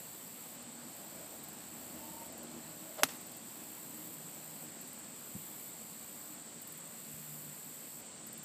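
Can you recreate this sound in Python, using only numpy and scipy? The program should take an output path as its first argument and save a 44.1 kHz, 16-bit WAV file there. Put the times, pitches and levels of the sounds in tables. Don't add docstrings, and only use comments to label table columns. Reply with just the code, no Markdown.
import sys
import numpy as np
from scipy import signal
from scipy.fft import rfft, irfft
from scipy.io import wavfile
from scipy.ndimage import uniform_filter1d

SR = 44100
rng = np.random.default_rng(int(sys.argv[2]) if len(sys.argv) > 2 else 0)


def attenuation_scalar(level_db):
    decades = np.asarray(level_db, float) / 20
    return 10 ** decades


def pcm_store(signal):
    levels = np.round(np.clip(np.atleast_2d(signal), -1, 1) * 32767)
    wavfile.write(sys.argv[1], SR, levels.astype(np.int16).T)


N = 372204
T = np.arange(N) / SR
SWING_S, STRIKE_S = 2.93, 3.0338


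def evened(x):
    return x / np.sqrt(np.mean(x ** 2) + 1e-20)


def read(points, hz):
    f, value = np.transpose(points)
    return np.interp(np.log(hz + 1), np.log(f + 1), value)


def follow(rows, t=T):
    s, *columns = np.transpose(rows)
    return [np.interp(t, s, c) for c in columns]


def add(mix, s, sound):
    part = mix[round(s * SR):][:len(sound)]
    part += sound[:len(part)]


def colour(x, points):
    gain = attenuation_scalar(read(points, np.fft.rfftfreq(len(x), 1 / SR)))
    return evened(irfft(rfft(x) * gain, len(x)))


def drift(rate_hz):
    return evened(signal.lfilter(*signal.butter(2, rate_hz / (SR / 2)), rng.standard_normal(N)))


def resonate(x, hz, width):
    turn = np.exp(2j * np.pi * np.cumsum(hz * np.ones(len(x))) / SR)
    r = np.exp(-np.pi * width / SR)
    smooth = signal.lfilter([1], np.convolve([1, -r], [1, -r]), x / turn)
    return evened((turn * smooth).real)


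def hump(t, centre, rise, fall):
    return np.exp(-((t - centre) / np.where(t < centre, rise, fall)) ** 2)


# delay/ms, f/Hz, level/dB, t60/s
IMPACT_MODES = [(0, 6500, -15, .01), (.3, 7900, -16, .007), (0, 12600, -15, .004), (.6, 11100, -15, .005),
                (.25, 2830, -18.5, .006), (1.62, 1900, -18, .0025), (.2, 14500, -23, .006),
                (.3, 4840, -20, .007),
                (1.95, 1300, -27.5, .03), (1.73, 2460, -33, 0.0078), (1.07, 820, -30, 0.024),
                 (1.8, 340, -42, 0.032), (7, 147, -39.5, 0.043), (5.54, 268, -36, 0.079),
                 (1.4, 4850, -25.5, 0.016), (3.9, 5500, -27.5, 0.017), (3, 6000, -18.5, 0.0058),
                 (2.02, 2500, -31, 0.011), (11, 23000, -37, .012)]
# f/Hz, level/dB per Hz
TURF_SPECTRUM = [(120, -34), (200, 8), (1300, -4), (4100, 7.5), (4750, -14), (5490, -10), (8050, 0),
                 (14400, 1.5), (15500, -46)]


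def strike(turf_db=-21, turf_t60=0.041, turf_s=0.012):
    t, out = np.arange(4000) / SR, np.zeros(4000)
    delay_ms, blow_db, long_ms = .28, -9, .82
    start_hz, end_hz = 5000, 150
    u = np.arange(0, 1, 1000 / long_ms / SR)
    blow_hz = start_hz + (end_hz - start_hz) * u ** 0.291
    blow = -attenuation_scalar(blow_db) * np.sqrt(1 - u ** 2) * np.sin(2 * np.pi * np.cumsum(blow_hz) / SR)
    add(out, delay_ms / 1000, blow)
    for ms, hz, db, t60 in IMPACT_MODES:
        decay = attenuation_scalar(db - 60 * t / t60) * np.minimum(t / 0.00022, 1)
        add(out, ms / 1000, -decay * np.sin(2 * np.pi * hz * t))
    grit = rng.standard_normal(len(t)) * attenuation_scalar(1.5 * np.minimum(rng.exponential(1, len(t)), 3))
    tearing = np.clip((t - .0008) / 0.0003, 0, 1) * np.clip((turf_s - t) / 0.0065 + 1, .2, 1)
    out = out + attenuation_scalar(turf_db - 60 * t / turf_t60) * tearing * colour(grit, TURF_SPECTRUM)
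    return signal.sosfilt(signal.butter(4, 120 / (SR / 2), "high", output="sos"), out)


# t/s at centre, rise/s, fall/s, f/Hz, level/dB
SHAFT_TONES = [
    (3.002, .011, .006, 615, -40),
    (3.0275, .006, .006, 585, -37),
]


def swing(fuzz=0.39):
    t = np.arange(SWING_S, STRIKE_S, 1 / SR)
    whistle = np.zeros(len(t))
    for s, rise, fall, hz, db in SHAFT_TONES:
        clear = np.sqrt(2) * np.sin(2 * np.pi * hz * (t - s))
        fuzzy = fuzz * resonate(rng.standard_normal(len(t)), hz, 150)
        whistle += attenuation_scalar(db) * hump(t, s, rise, fall) * (clear + fuzzy)
    rush = colour(rng.standard_normal(len(t)), [(100, -45), (300, -12), (700, 1), (1300, -8),
                                                (2500, -17.0), (4500, -16), (9000, -34), (15000, -80)])
    level = attenuation_scalar(-45) * hump(t, 2.995, rise=.017, fall=.016)
    return (whistle + level * rush) * signal.windows.tukey(len(t), .03)


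# t/s, level/dB, rise/s, t60/s
ECHOES = [
    (3.047, -40.5, 0.0014, 0.1),
    (3.085, -41.5, 0.0037, 0.086),
    (3.098, -45, 0.013, 0.18),
    (3.135, -50, 0.013, 0.18),
    (3.17, -57, .03, 0.64),
]
# f/Hz, level/dB per Hz
ECHO_SPECTRUM = [(150, -15), (600, 1), (3000, -3.5), (6300, -5.5), (9000, -5), (15300, -25), (15400, -90)]


def echoes(mix):
    t = np.arange(12000) / SR
    for s, db, rise, t60 in ECHOES:
        leaves = rng.standard_normal(len(t)) * attenuation_scalar(2 * np.minimum(rng.exponential(1, len(t)), 3))
        envelope = attenuation_scalar(db - 60 * t / t60) * np.minimum(t / rise, 1)
        add(mix, s, envelope * colour(leaves, ECHO_SPECTRUM))


# t/s, peak level/dB, f/Hz, turns of pressure
BUMPS = [
    (5.35, -35, 162, 2),
    (5.3625, -38, 215, 1.5),
    (6.04, -57, 110, 2.2),
    (7.135, -49, 106, 2),
]


def bumps(mix):
    high_pass = signal.butter(2, 75 / (SR / 2), "high", output="sos")
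    for s, db, hz, turns in BUMPS:
        u = np.arange(0, 1, hz / turns / SR)
        push = attenuation_scalar(db) * np.sin(np.pi * u ** 0.53) ** 2 * np.sin(2 * np.pi * turns * (u - .45))
        add(mix, s, signal.sosfilt(high_pass, np.pad(push, (0, 1500))))


# start t/s, end t/s, full level/dB
BUZZES = [
    [(-.3, .56, -54.5), (1.53, 2.27, -54.5), (3.4, 4.15, -53), (5.1, 5.7, -52), (6.82, 7.45, -53)],
    [(.66, 1.37, -56), (2.46, 3.17, -55), (3.9, 4.655, -55), (5.55, 6.34, -54.5), (7.2, 8.0, -54)],
    [(-.2, .75, -67), (1.3, 1.62, -60.5), (2.2, 2.55, -67), (3.0, 3.6, -60.5), (4.4, 5.12, -60),
     (6.1, 7.0, -61.5), (7.6, 8.07, -65)],
]
# depth below full/dB, swell/s
BUZZ_SWELL = [(6, 0.28), (6.5, 0.32), (1, .3)]
# t/s, peak level/dB
TICKS = [
    [(1.3842, -44), (1.4367, -39), (1.485, -41), (1.5293, -43), (3.2121, -43), (3.266, -39), (3.3169, -41),
     (3.3672, -40), (4.8125, -39), (4.8763, -42), (4.9307, -41), (4.9871, -44), (6.6174, -38.5),
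     (6.6732, -38), (6.7221, -38), (6.7735, -39), (8.2671, -38), (8.3275, -40.5), (8.3774, -41),
     (8.4314, -40)],
    [(0.624, -44), (2.3226, -43.5), (2.3786, -42), (2.4309, -43)],
    [],
]
# f/Hz, level/dB per Hz
WINGS = [
    [(5650, -39), (9600, -17), (11000, -7.5), (11550, -6.5), (11950, 0), (12350, -3.5), (12900, -4),
     (14000, -4.5), (15000, -5), (15300, -4)],
    [(5650, -45), (9600, -10.5), (10700, -7), (11100, -3), (11800, 0), (12400, -0.5), (12750, 2.5),
     (13500, 0), (14050, 4), (14700, -3), (15200, -3), (15300, 3)],
    [(5650, -49), (9600, -18), (11000, -9), (12300, -7), (12650, -5), (13250, 0), (14500, -9), (15000, -4),
     (15300, -10)],
]
STROKES_PER_S = (61.9, 61.3, 57.5)


def katydids(tick_t60=0.054, teeth_per_s=22000, linger_s=0.013):
    closing_share, opening_db, blur = .55, -12, .75
    out, t = np.zeros(N), np.arange(2000) / SR
    for buzzes, (below_db, swell), ticks, wing, per_s in zip(BUZZES, BUZZ_SWELL, TICKS, WINGS, STROKES_PER_S):
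        stroke = np.cumsum(per_s * (1 + 0.0049 * drift(2.2))) / SR % 1
        shut = np.sin(np.pi * np.clip(stroke / closing_share, 0, 1))
        opening = np.clip((stroke - closing_share) / (1 - closing_share), 0, 1)
        opened = attenuation_scalar(opening_db) * np.sin(np.pi * opening)
        effort = np.zeros(N)
        for start, end, db in buzzes:
            swelling = attenuation_scalar(db - below_db * np.clip(1 - (T - start) / swell, 0, 1))
            onset = np.clip((T - start) / 0.065, 0, 1)
            effort += swelling * onset * np.exp(-np.maximum(T - end, 0) / linger_s)
        effort = effort * evened(blur + shut + opened)
        for s, db in ticks:
            add(effort, s - .002, attenuation_scalar(db - 3.5 - 60 * t / tick_t60) * np.minimum(t / 0.003, 1) ** 2)
        teeth = rng.standard_normal(N) * (rng.random(N) < teeth_per_s / SR)
        out += effort * colour(teeth, wing + [(15380, -120)])
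    return out


# f/Hz, level/dB per Hz
CHORUS_WINGS = [(3940, -57), (6700, -18), (7100, -3), (7930, 2.5), (8400, -0.5), (9200, -15.5),
                (12000, -71), (20200, -120)]


def chorus(per_s=20000, spread_db=1.5, flicker_db=-0.08):
    sizes = attenuation_scalar(spread_db * rng.exponential(1, N))
    clicks = sizes * rng.standard_normal(N) * (rng.random(N) < per_s / SR)
    crickets = attenuation_scalar(-71) * resonate(rng.standard_normal(N), hz=4520, width=500)
    grown_db = np.interp(T, (3, 4.5), (0, 1.5))
    level = attenuation_scalar(-53.5 + grown_db + flicker_db * drift(20.5))
    return level * colour(clicks, CHORUS_WINGS[:-1] + [(15300, -120)]) + crickets


# t/s, nearness level/dB
NEAR = [(0.0, -3.5), (0.75, -1), (1.2, 2), (1.6, 0.3), (2.05, 2.5), (2.25, 0.5), (2.54, 3.5), (2.85, -0.9),
        (3.6, 0.5), (4.0, .6), (4.3, -1.5), (4.65, 0.6), (5.6, -2), (6.4, -2), (7.9, -3), (8.2, -1.1),
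        (8.44, -2.2)]
# t/s at centre, length/s, level/dB
CARRIED = [
    [(1.9, 1.3, -74)],
    [(.25, 0.75, -76), (2.75, 0.54, -68), (4.5, 0.84, -66.5), (5.37, .1, -58), (6.63, 0.26, -62.5),
     (7.38, 0.56, -59), (8.35, .3, -76)],
    [(.7, 0.29, -57.5), (1.95, 0.54, -61.5), (2.5, 0.21, -54.5), (3.09, 0.1, -59), (4.85, .3, -71.5),
     (5.9, 0.27, -66), (6.55, 0.4, -63.5), (7.2, 0.5, -64.5), (8.25, 0.57, -70)],
    [(1.1, 0.48, -68), (2.08, 0.17, -60.5), (2.5, 0.22, -64), (2.83, 0.083, -58), (3.22, .25, -64.5),
     (3.92, 0.4, -63.5), (6.35, .3, -69)],
]
# t/s at centre, length/s, f/Hz, level/dB
WHINE = [
    (2.07, 0.2, 897, -58.5),
    (2.197, 0.15, 919, -55.5),
]


def motor(waver=0.0063, flutter_db=3.5):
    firing_hz, sag_hz_per_s = 79.94, -.55
    still_air_db = (-88.5, -79.5, -79, -72)
    turns = np.cumsum((firing_hz + sag_hz_per_s * T) * (1 + waver * drift(2.4))) / SR
    out = np.zeros(N)
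    for k, (still_db, gusts) in enumerate(zip(still_air_db, CARRIED)):
        level = attenuation_scalar(still_db + 0.65 * follow(NEAR)[0])
        for s, long, db in gusts:
            level += attenuation_scalar(db) * hump(T, s, long / 2, long / 2)
        tone = np.sin(2 * np.pi * ((k + 1) * turns + rng.random()))
        out += level * attenuation_scalar(flutter_db * drift(7.0)) * tone
    for s, long, hz, db in WHINE:
        level = attenuation_scalar(db + 3.2 * drift(30.0)) * hump(T, s, long / 2, long / 2)
        out += level * np.sin(2 * np.pi * hz * T)
    return np.sqrt(2) * out


# t/s at centre, length/s, level/dB
TYRES = [
    (1.196, 0.35, -59.5),
    (1.95, .4, -64),
    (2.4, 0.56, -60),
    (2.9, .2, -60),
]


def tyres():
    level = sum(attenuation_scalar(db) * hump(T, s, long / 2, long / 2) for s, long, db in TYRES)
    return level * resonate(rng.standard_normal(N), hz=608, width=150)


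# f/Hz, level/dB per Hz
AIR = [(24, -74), (40, -37), (85, -36), (99, -13), (145, -8), (228, -2), (315, -8), (444, -12), (562, -10),
       (1480, -17.5), (4420, -20), (5730, -23), (6800, -10.5), (8840, -56), (15000, -120)]
# f/Hz, level/dB per Hz
AIR_TOP = [(6800, -24.5), (9000, -17), (9400, -57), (10200, -29), (15300, -28), (15400, -120)]


def air(patchy_db=0.83):
    frames, hz = N // 256 + 5, np.fft.rfftfreq(1024, 1 / SR)
    a, b, patches = rng.standard_normal((frames, 513, 3)).T
    patches = uniform_filter1d(patches, size=10, axis=0)
    patches = evened(uniform_filter1d(patches, size=14, axis=1))
    t = np.arange(-2, frames - 2) * 256 / SR
    near_db = follow(NEAR, t)[0]
    rumble_db = 1.5 * near_db
    roar_db = 0.74 * near_db - .3 * t
    low = read([(130, 0.16), (220, 0.27), (340, 1), (420, 0.03)], hz)
    middle = read([(420, 0.081), (520, 0.43), (740, 1), (1100, 0.32), (2000, 0.16)], hz)
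    swell_db = np.outer(low, rumble_db - rumble_db.mean()) + np.outer(middle, roar_db - roar_db.mean())
    spectrum_db = read(AIR[:-3] + AIR_TOP, hz)[:, None]
    z = (a + 1j * b) * attenuation_scalar(spectrum_db + swell_db + patchy_db * patches)
    noise = signal.istft(z, nperseg=1024, noverlap=768, boundary=False)[1]
    return attenuation_scalar(-53.5) * evened(noise[512:][:N])


def scene():
    mix = air() + motor() + chorus() + katydids() + tyres()
    add(mix, SWING_S, swing())
    add(mix, STRIKE_S, strike())
    echoes(mix)
    bumps(mix)
    return np.array([mix, mix])


def low_pass(x):
    return signal.sosfilt(signal.butter(12, 16290, fs=SR, output="sos"), x)


# from f/Hz, to f/Hz, share of time lost, masking by the buzz (0-1)
STARVED = [(9090, 9280, .5, 0), (9280, 9640, .88, 0), (9640, 9990, .16, .4), (9990, 10330, .09, .4),
           (14470, 14810, .05, 1), (14810, 15160, .1, 1), (15160, 15400, .03, 1)]


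def record(dry):
    hz, _, z = signal.stft(dry[0], SR, nperseg=1024, noverlap=768)
    buzz = (abs(z[(hz > 11500) & (hz < 14400)]) ** 2).mean(0) + 1e-14
    for low_hz, high_hz, share, masking in STARVED:
        band = (hz > low_hz) & (hz < high_hz)
        power = (abs(z[band]) ** 2).mean(0) / buzz ** masking
        power = uniform_filter1d(power * attenuation_scalar(7.0 * rng.standard_normal(len(power))), size=8)
        z[band] *= power > np.quantile(power, share)
    z[hz > 15400] *= attenuation_scalar(-.045 * (hz[hz > 15400, None] - 15400))
    heard = signal.istft(z, SR, nperseg=1024, noverlap=768)[1][:N]
    return low_pass(np.array([heard, heard]))


dry = scene()
out = record(dry)
pcm_store(out)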